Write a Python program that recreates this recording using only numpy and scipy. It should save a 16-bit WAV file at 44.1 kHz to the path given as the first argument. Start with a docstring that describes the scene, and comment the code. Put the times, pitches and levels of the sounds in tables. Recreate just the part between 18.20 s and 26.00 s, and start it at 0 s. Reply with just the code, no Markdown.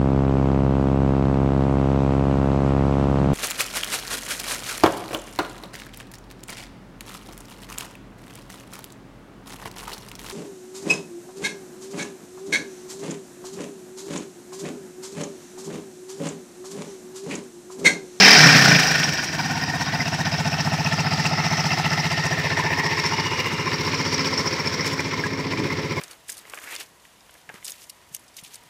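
"""A throttle blip blares, then a single-cylinder motorcycle falls to idle on a paved street.
Superposition: each firing sends swelling notes down the exhaust and shakes clatter out of the engine cases,
as noise filtered by the metal and as knocked resonators. Tones locked to the engine, ticks, whirrs, a thud
and a far murmur add to it. The microphone walks from the flank to the front wheel; a ground echo combs
the cases and ticks, and its delay shortens late in the walk."""
import sys
import numpy as np
from scipy import signal
from scipy.fft import rfft, irfft, next_fast_len
from scipy.io import wavfile
from scipy.ndimage import uniform_filter1d

SR = 44100
rng = np.random.default_rng(int(sys.argv[2]) if len(sys.argv) > 2 else 0)


def waveform_to_disk(signal):
    """Save audio, clipped to [-1, 1], as 16-bit WAV at the path in sys.argv[1]."""
    frames = np.transpose(np.atleast_2d(signal))
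    scaled = np.clip(frames, -1, 1) * 32767
    samples = np.round(scaled).astype(np.int16)
    wavfile.write(sys.argv[1], SR, samples)


N = 343980
T = np.arange(N) / SR  # time of every sample, t/s

# Engine speed; the blip dies away, then the idle hunts a little. Columns: t/s, firing rate f/Hz
FIRING_RATE = [(0.0, 37.9), (0.12, 39.8), (0.25, 34.8), (0.5, 28.8), (0.9, 20.64), (1.3, 17.15),
               (1.7, 15.49), (2.0, 15.31), (2.3, 15.02), (2.6, 15.12), (3.0, 15.27), (3.3, 15.01),
               (3.8, 15.03), (4.8, 14.98), (5.3, 14.58), (6.0, 15.32), (6.4, 14.73), (6.7, 15.33),
               (7.2, 14.96), (7.8, 15.88)]
# Course of throttle and microphone. Columns: t/s, place
# (0 throttle open, 1 throttle shut, 2 flank, 3 shoulder, 4 corner, 5 front wheel)
PLACE_PATH = [(.15, -0.5), (.2, 1), (.9, 1.5), (1.3, 2), (3.1, 3), (3.8, 3), (4.5, 4), (5.5, 4.5),
              (6.1, 4.5)]
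# Bursts within one firing, timed for cycles of 50 ms or more.
# Columns: f/Hz, deepest trough after the firing t/ms, rise t/ms, fall t/ms
EXHAUST_BURSTS = [(104, -14.5, 13, 9), (154, 0, 8.5, 11.5), (190, -22, 4, 6), (235, -.5, 8, 4),
                  (280, -20, 5, 7), (275, 4, 8, 16), (350, -18, 6, 12), (420, -17, 5, 9), (424, 5, 16, 28),
                  (1035, -7, 6, 7), (540, -2, 6, 9), (690, -20.7, 2, 6), (905, -20.7, 2, 6),
                  (730, 1, 6, 3.5), (905, 1, 6, 3.5)]
# Strength of each burst, one row a burst. Columns: level/dB at places 0 to 5
BURST_LEVELS = [(-17, -21, -8, -6.5, -2, -2.5), (-16, 1.5, -1, 2.5, 3, -1.5), (1, -3.5, -7, -6.5, -49, 5),
                (-28, -12, -9, -8.5, -13, 6.5), (-17, -11.5, -8.5, -29, -10.5, -4.5),
                (-7.5, -9, -26, -39, -11.5, -24), (-9, -32, -65, -15.5, -3.5, -4),
                (-4, -39, -25, -28, -6, -1), (-8, -17, -28.5, -20.5, -10, -5), (-25, -19, -20, -14, -6, -8),
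                (-13, -16, -21, -19, -16, -3), (-6, -10, -5, -5.5, -0.5, -55),
                (-22, -22, -18, -7.5, -22, -20), (-5, -14, -2.5, -18, -32, -25),
                (-18, -28, -11, -2, -9, -20)]
# Pitch of the upper bursts: it jumps as the revs settle, then slides down. Columns: t/s, ratio
UPPER_BURST_PITCH = [(1.15, 0.92), (1.25, 1.07), (1.95, 0.9695)]
# Exhaust loudness; it booms while the throttle is shut, then sags. Columns: t/s, level/dB
EXHAUST_LEVEL = [(0, -27.5), (.15, -23.5), (.2, -15), (.35, -17.5), (.56, -18.5), (.63, -26.5),
                 (.92, -29.5), (1.05, -43), (1.15, -29), (1.7, -28.5), (2.5, -24), (3.8, -25.5),
                 (5.24, -31.5), (5.6, -29), (6.68, -31), (7.42, -30), (7.6, -29)]
# Clean engine tones. Key: multiple of the firing rate. Columns: t/s, level/dB
ENGINE_TONES = {5: [(0, -18), (.12, -24), (.21, -62)], 18: [(5.2, -48), (6.05, -34), (6.4, -43),
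                (7.05, -36), (7.4, -35), (7.8, -59)]}
# Noise of the cases: rumble, clatter, rattle, hiss. Columns: low f/Hz, high f/Hz (at most half of SR),
# offset level/dB, throb level/dB, throb peak/cycle, tick share of power (0-1)
NOISE_LAYERS = [(186, 930, 4, 2, -0.035, 0.04), (796, 4900, -5, 4, -0.3, 0.24),
                (4140, 6560, -9, 1, -0.2, 0.16), (6330, 31000, 1, 5, -0.1, 0.09)]
# Broad spectral density of the engine metal. Columns: f/Hz, relative level/dB per Hz
METAL_COLOUR = [(88, -31), (150, -3.5), (297, -7), (415, -4), (494, -0.5), (907, -19.5), (1190, -15.5),
                (1830, -11), (3300, -16), (5370, -18.5), (6790, -26.5), (8800, -36.5), (16100, -45)]
# Resonances of thin fins in the treble. Columns: f/Hz, width f/Hz, gain over the colour level/dB
FIN_RESONANCES = [(7790, 160, 5), (10800, 120, 4.5), (12770, 510, 3.5), (14300, 500, 7)]
# Growth of each noisy layer with the revs. 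Columns: gain level/dB, start and full firing rate f/Hz
REV_GROWTH = {"rumble": (22.5, 17.8, 43), "clatter": (21.6, 18.76, 33.1), "rattle": (26.2, 17.6, 37.9),
              "hiss": (18.2, 17.3, 32.5)}
# Idle loudness of rumble, clatter and hiss. Columns: level/dB at flank, shoulder, corner, front wheel
IDLE_LEVELS = {"rumble": (-45, -44.5, -42, -36), "clatter": (-31.5, -28.5, -27, -29.5),
               "hiss": (-45.5, -43.5, -45.5, -47)}
# Idle loudness of the treble rattle. Columns: t/s, level/dB
RATTLE_LEVEL = [(1.7, -34), (2.7, -32), (3.08, -28), (3.6, -29), (4.52, -33), (4.88, -28), (5.3, -33.5),
                (5.96, -26), (6.7, -31), (7.04, -35), (7.8, -37.5)]
# The microphone backs away at the end. Columns: t/s, distance/m
MICROPHONE_DISTANCE = [(6.1, 0.83), (7.1, 1.24), (7.8, 1.24)]
# Firings that stand out, hard or feeble. Columns: t/s, level/dB before the layer's share
ODD_FIRINGS_DB = [(1.099, -2), (1.321, 2.5), (1.625, 2), (3.136, -3.5), (4.867, 1.5), (5.206, 2),
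                  (6.677, 4), (7.138, -3), (7.271, -3.5), (7.663, -1)]
# Factor on the odd firings, by layer [ratio]
ODD_FIRING_SHARE = {"rumble": 0.28, "clatter": 0.7, "rattle": 1, "hiss": 1.8}
# Valve-gear knocks, two a cycle. Columns: place/cycle, jump level/dB and dying time/cycle,
# scatter level/dB; levels are for idle, before the layer's share
VALVE_KNOCKS = [(-.44, 5, 0.089, 4), (-.04, 5.5, 0.17, 4.5)]
# Factor on the valve knocks, by layer [ratio]
VALVE_KNOCK_SHARE = {"rumble": 0, "clatter": 0.56, "rattle": 1, "hiss": 0.45}
# Resonant covers and panels, each loudest where it faces the microphone.
# Columns: f/Hz, nominal width f/Hz (widened in ringing), level/dB against the clatter at places 0 to 5
PANEL_RINGS = [(757, 69, -9.5, -15, -10.5, -6, -20.5, -59), (911, 68, -17.5, -31, -6, -18, -4, -20.5),
               (1038, 92, -23, -23, -11.5, -16, -8.5, -5.5), (1318, 96, -34, -20, -22, -6, -23, -5),
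               (1498, 104, -11.5, -7.5, -5, -14, -33, -38), (1633, 29, -10, -10.5, -13, -41, -33, -7.5),
               (1812, 88, -5, -5.5, -4, -7, -3.5, -21.5), (2037, 113, -8, -10, -54, -5, -7, -11),
               (2160, 50, -24, -48, -39, -19, -11, -7), (2363, 114, -4.5, -8.5, -9, -16.5, -10, -10.5),
               (2654, 194, -8.5, -13, -9, -7.5, -10.5, -37), (3096, 31, -13, -22, -21, -40, -40, -21.5),
               (3757, 61, -11, -20, -15.5, -16, -23, -31)]
# Small covers that buzz. Columns: as PANEL_RINGS, with level/dB against the rattle
BUZZING_COVERS = [(4774, 190, -7, -7.5, -4, -8.5, -13.5, -12), (5110, 76, -8, -8.5, -12.5, -7.5, -43, -4.5),
                  (5506, 110, -9.5, -9, -6, -17, -11.5, -7.5), (5746, 79, -18, -16, -14, -10.5, -9.5, -14),
                  (5280, 150, -12, -8.5, -6.5, -8, -8, -9.5)]
# Pitch of the buzzing covers: it sinks, then leaps as the microphone rounds the tank. 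Columns: t/s, ratio
COVER_PITCH = [(2.65, 1.04), (2.85, 0.99), (3.15, 1.01), (3.25, 1.05), (4.2, 0.99)]
# Echo by the paving. Columns: t/s, extra path t/ms, strength (0-1)
PAVING_ECHO = [(1.2, 0.91, 0.42), (3.5, 0.91, 0.63), (4.3, 0.97, 0), (5.0, 0.82, 0.34), (7.8, 0.33, 0.01)]
# Sharp metallic ticks. Columns: t/s, level/dB, f/Hz
METAL_TICKS = [(0.8407, -12.5, 5600), (1.191, -22.5, 950), (1.731, -24, 1960), (1.803, -17.5, 2040),
               (2.6622, -13.5, 2550), (3.1742, -24, 1950), (3.5063, -16.5, 2690), (4.303, -22, 1720),
               (4.371, -16, 1836), (4.862, -15, 5400), (6.1768, -13.5, 5380), (6.4727, -17, 5370),
               (7.0377, -16, 1665), (7.502, -22, 2040)]
# Singing narrow bands, by name: width f/Hz, then a path. Columns of the path: t/s, f/Hz, level/dB
SINGING_BANDS = {"whirr at the corner": (69, [(3.7, 1870, -43), (4.0, 1838, -29.5), (4.3, 1793, -40),
                 (4.5, 1784, -33), (4.62, 1894, -28), (5.1, 1850, -72)]),
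                 "bright whirr past the corner": (170, [(4.7, 2760, -57), (5.0, 2870, -35.5),
                 (5.3, 2820, -35), (5.6, 2800, -44)])}
# Dull low thud. Columns: t/s, spread t/s, level/dB, low f/Hz, high f/Hz
LOW_THUD = (7.42, 0.05, -27, 110, 400)

FIRST_TURN = .25  # part of a cycle before the first firing
OVERRUN_ROUGH = 2  # added roughness of the firings when the throttle is fully shut
UPPER_HZ = 600  # bursts above this follow UPPER_BURST_PITCH
REV_BEND = 0.73  # exponent of loudness growth with revs
ODD_EARLY_S, ODD_SPREAD_S = 0.0018, 0.021  # lead and spread of an odd firing's level change
STREET_DB = -38  # distant traffic
EDGE_HZ = 15770  # upper band limit


def gain_of(db):
    """Level: twenty decibels make a factor of ten in amplitude."""
    return 10 ** (np.asarray(db) / 20)


def evened(x):
    """Normalisation: unit root-mean-square amplitude over the whole signal."""
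    return x / np.sqrt(np.mean(x ** 2) + 1e-20)


def levelled(x):
    """Running normalisation: division by the short-term RMS takes out slow changes of level."""
    power = uniform_filter1d(uniform_filter1d(x ** 2, SR // 4), SR // 4)
    return x / np.sqrt(power + 1e-20)


def curve(rows, axis):
    """Linear interpolation: one column of a table, read at every sample."""
    rows = np.asarray(rows)
    return np.interp(T, rows[:, 0], rows[:, axis])


def add(mix, s, sound):
    """Superposition: adds a sound into the mix from time s, cut at the ends of the mix."""
    at = round(s * SR)
    sound = sound[max(-at, 0):]
    part = mix[max(at, 0):][:len(sound)]
    part += sound[:len(part)]


def band(hz, lo_hz, hi_hz):
    """Power-complementary bands: soft-edged neighbours sum to one in power."""
    return np.sqrt(1 / (1 + (hz / hi_hz) ** 12) - 1 / (1 + (hz / lo_hz) ** 12))


def filtered(x, gain):
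    """Linear filtering: multiplies the spectrum by a gain given as a function of frequency."""
    size = next_fast_len(N + 4096)
    return irfft(rfft(x, size) * gain(np.fft.rfftfreq(size, 1 / SR)), size)[:N]


def firings():
    """Phase accumulation: a firing occurs each time the integrated rate passes a whole cycle."""
    t = np.arange(N + SR // 8) / SR
    turns = np.cumsum(np.interp(t, *np.transpose(FIRING_RATE))) / SR - FIRST_TURN
    return np.interp(np.arange(int(turns[-1]) + 1), turns, t)


def throbbing(depth_db, peak, uneven_db):
    """Amplitude modulation: a gain swells once a firing, by a different amount each time."""
    s = firings()
    cycle = np.interp(T, s, np.arange(len(s))) - peak
    # fast firings run together, so the swell flattens
    slow = np.clip(np.interp(T, s, np.gradient(s)) / 0.045, 0, 1) ** 2
    blow_db = uneven_db * np.clip(rng.standard_normal(len(s) + 2), -2, 2)
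    swell_db = depth_db + blow_db[np.round(cycle).astype(int)]
    shape = np.exp(1.2 * (np.cos(2 * np.pi * cycle) - 1))
    return gain_of(slow * shape * swell_db)


def knocking():
    """Impact and decay: a level in dB jumps at each valve knock and dies away."""
    s = firings()
    cycle, out = np.interp(T, s, np.arange(len(s))), 0
    for place, jump_db, dying, scatter_db in VALVE_KNOCKS:
        late, size = rng.standard_normal((len(s) + 2, 2)).clip(-2, 2).T
        since = cycle - place + 0.0098 * late[np.round(cycle - place).astype(int)]
        knock_db = jump_db + scatter_db * size[since.astype(int)]
        out = out + knock_db * np.exp(-(since % 1) / dying)
    return out * np.clip(np.interp(T, s, np.gradient(s)) / 0.065, 0, 1)  # weaker at fast firing


def loudness(layer):
    """Source strength and position: revs and odd firings raise or lower the layer's idle level."""
    rev_db, start, full = REV_GROWTH[layer]
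    revs = np.clip((curve(FIRING_RATE, axis=1) - start) / (full - start), 0, 1) ** REV_BEND
    odd_db = sum(db * np.exp(-.5 * ((T - s + ODD_EARLY_S) / ODD_SPREAD_S) ** 2) for s, db in ODD_FIRINGS_DB)
    lift_db = rev_db * revs + ODD_FIRING_SHARE[layer] * odd_db
    if layer == "rattle":
        return gain_of(curve(RATTLE_LEVEL, axis=1) + lift_db)
    idle_db = np.interp(curve(PLACE_PATH, axis=1), range(2, 6), IDLE_LEVELS[layer])
    # pressure falls as one over distance
    return gain_of(idle_db + lift_db) * MICROPHONE_DISTANCE[0][1] / curve(MICROPHONE_DISTANCE, axis=1)


def exhaust():
    """Pulse excitation: every firing plays the same bursts; higher ones scatter more in time and size."""
    out, s = np.zeros(N), firings()
    place = np.interp(s, *np.transpose(PLACE_PATH))
    pitch = np.interp(s, *np.transpose(UPPER_BURST_PITCH))
    squeeze = np.minimum(np.gradient(s) / .05, 1)  # bursts crowd together when the cycle is short
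    rough = 1 + OVERRUN_ROUGH * np.clip(1 - abs(place - 1), 0, 1)
    late_ms = .1 * rough ** 3 * rng.standard_normal(len(s))
    strength_db = 0.74 * rough * rng.standard_normal(len(s))
    for (hz, trough, rise, fall), place_db in zip(EXHAUST_BURSTS, BURST_LEVELS):
        chance = hz / 12000 * rough[:, None] * rng.standard_normal((len(s), 2))
        level = gain_of(np.interp(place, range(6), place_db) + strength_db + 10 * chance[:, 1])
        for k, short in enumerate(squeeze ** .5):
            ms = np.arange(-3 * rise * short, 3 * fall * short, 1000 / SR)
            shape = np.exp(-.5 * (ms / (short * np.where(ms < 0, rise, fall))) ** 2)
            ratio = pitch[k] if hz > UPPER_HZ else 1
            wave = -np.cos(2 * np.pi * hz * ratio * ms / 1000)
            delay_ms = trough * squeeze[k] + late_ms[k] + chance[k, 0] + ms[0]
            add(out, s[k] + delay_ms / 1000, level[k] * shape * wave)
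    return gain_of(curve(EXHAUST_LEVEL, axis=1)) * levelled(out)


def tones():
    """Harmonic synthesis: sines locked to the engine speed swell unevenly with the firings."""
    turn = 2 * np.pi * np.cumsum(curve(FIRING_RATE, axis=1)) / SR
    sines = 0
    for multiple, path in ENGINE_TONES.items():
        sines = sines + gain_of(curve(path, axis=1)) * np.sqrt(2) * np.sin(multiple * turn)
    return evened(throbbing(depth_db=3.5, peak=0, uneven_db=2.5)) * sines


def metal(hz):
    """Transfer function: the broad colour of the engine carries the fin resonances on top."""
    f, db = np.transpose(METAL_COLOUR)
    fins = sum((gain_of(g) - 1) / (1 + 2j * (hz - at) / w) for at, w, g in FIN_RESONANCES)
    return gain_of(np.interp(np.log(hz + 1), np.log(f), db)) * (1 + fins)


def cases():
    """Source and filter: throbbing noise and small ticks pass through the metal, each band apart."""
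    flutter = uniform_filter1d(uniform_filter1d(rng.standard_normal(N), 200), 200)
    flutter_db = 1.4 * evened(flutter)
    out, valves_db = np.zeros(N), knocking()
    uneven = throbbing(depth_db=1, peak=-0.018, uneven_db=1.0)
    for name, (lo_hz, hi_hz, offset_db, throb_db, peak, share) in zip(REV_GROWTH, NOISE_LAYERS):
        share = np.clip(share, 0, 1)
        edges, layer = np.geomspace(lo_hz, min(hi_hz, SR / 2), num=3), 0
        for low, high in zip(edges, edges[1:]):
            sizes = gain_of(4.0 * np.minimum(rng.exponential(1, N), 2))
            struck = rng.random(N) < 900 / SR  # 900 small ticks per second on average
            grains = evened(sizes * struck * rng.choice([-1, 1], N))
            drive = np.sqrt(1 - share) * rng.standard_normal(N) + np.sqrt(share) * grains
            drive = drive * gain_of(flutter_db) * uneven * throbbing(throb_db, peak, uneven_db=3.0)
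            # half the knock scatter is shared by all bands, half is the band's own
            drive = drive * gain_of(VALVE_KNOCK_SHARE[name] * (valves_db + knocking()) / 2)
            layer = layer + filtered(drive, lambda hz: metal(hz) * band(hz, low, high))
        out += loudness(name) * gain_of(offset_db) * evened(layer)
    return out


def paving(x):
    """Interference: a delayed, dulled echo off the ground combs the sound."""
    delay = curve(PAVING_ECHO, axis=1) * SR / 1000
    late = np.interp(np.arange(N) - delay, np.arange(N), x)
    late = signal.lfilter([.3], [1, -.7], late)
    strength = curve(PAVING_ECHO, axis=2)
    return (x + strength * late) / np.sqrt(1 + strength ** 2 / 2)


def ringing(parts, layer, valves_db, pitch, throb_db):
    """Damped resonance: each part rings under its own loose blows, strongest around the firing."""
    out, place = np.zeros(N), curve(PLACE_PATH, axis=1)
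    for hz, width, *place_db in parts:
        blows = np.zeros(N)
        blows[rng.integers(0, N, 6000)] = rng.standard_normal(6000)
        blows *= throbbing(depth_db=throb_db, peak=-0.16, uneven_db=3.0)
        blows *= gain_of(VALVE_KNOCK_SHARE[layer] * valves_db)
        pole = np.exp(-np.pi * 1.9 * width / SR)  # widened, as a double pole narrows the peak
        turn = np.exp(2j * np.pi * hz * np.cumsum(pitch) / SR)
        ring = (turn * signal.lfilter([1], [1, -2 * pole, pole ** 2], blows / turn)).real
        out += gain_of(np.interp(place, range(6), place_db)) * evened(ring)
    return loudness(layer) * out


def street():
    """Band-limited noise: a low, steady murmur of far traffic."""
    murmur = filtered(rng.standard_normal(N), lambda hz: band(hz, 64, 313))
    return gain_of(STREET_DB) * evened(murmur)


def whirr():
    """Heterodyning: narrow noise rides a bending pitch, held before its path starts, silent after it."""
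    out = np.zeros(N)
    for width, path in SINGING_BANDS.values():
        pole = np.exp(-np.pi * width / SR)
        a, b = signal.lfilter([1], [1, -2 * pole, pole ** 2], rng.standard_normal((2, N)))
        turn = 2 * np.pi * np.cumsum(curve(path, axis=1)) / SR
        strip = evened(a * np.cos(turn) + b * np.sin(turn))
        throb = evened(throbbing(depth_db=5, peak=0, uneven_db=3.5))
        out += gain_of(curve(path, axis=2)) * (T <= path[-1][0]) * throb * strip
    return out


def ticks():
    """Impulsive contact: each tick is a short ring, a puff of clatter and a bright spit."""
    out, t = np.zeros(N), np.arange(1500) / SR
    for s, db, hz in METAL_TICKS:
        puff, spit = rng.standard_normal((2, len(t)))
        # each part decays by 60 dB over the time it is divided by, in s
        ring = np.sin(2 * np.pi * hz * t) * gain_of(-60 * t / 0.064)
        puff = signal.lfilter(*signal.butter(2, [1300, 6000], "band", fs=SR), puff) * gain_of(-60 * t / 0.44)
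        spit = signal.lfilter(*signal.butter(2, 6500, "high", fs=SR), spit) * gain_of(-60 * t / 0.015)
        onset = 1 - np.exp(-t / 0.00019)
        add(out, s, gain_of(db) * (ring + 0.15 * puff + .04 * spit) * onset)
    return out


def thud():
    """Gaussian envelope: a short swell of low noise."""
    s, spread, db, lo_hz, hi_hz = LOW_THUD
    low = filtered(rng.standard_normal(N), lambda hz: band(hz, lo_hz, hi_hz))
    return gain_of(db) * np.exp(-.5 * ((T - s) / spread) ** 2) * evened(low)


def scene():
    """Superposition: all sources sum at the microphone; the echo acts on the cases and ticks."""
    panels = ringing(PANEL_RINGS, "clatter", knocking(), np.ones(N), throb_db=7.0)
    covers = ringing(BUZZING_COVERS, "rattle", knocking(), curve(COVER_PITCH, axis=1), throb_db=6.0)
    engine = exhaust() + tones() + panels + covers + paving(cases() + ticks())
    return (engine + street() + whirr() + thud())[None]


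def record(dry):
    """Transduction: the microphone drops deep bass and clips beyond full scale; then the band limit."""
    thin = signal.sosfilt(signal.butter(2, 60, "high", fs=SR, output="sos"), dry)
    lowpass = signal.firwin(2047, EDGE_HZ, window=("kaiser", 12), fs=SR)
    return signal.oaconvolve(np.clip(thin, -1, 1), lowpass[None], "same")


dry = scene()
out = record(dry)
waveform_to_disk(out)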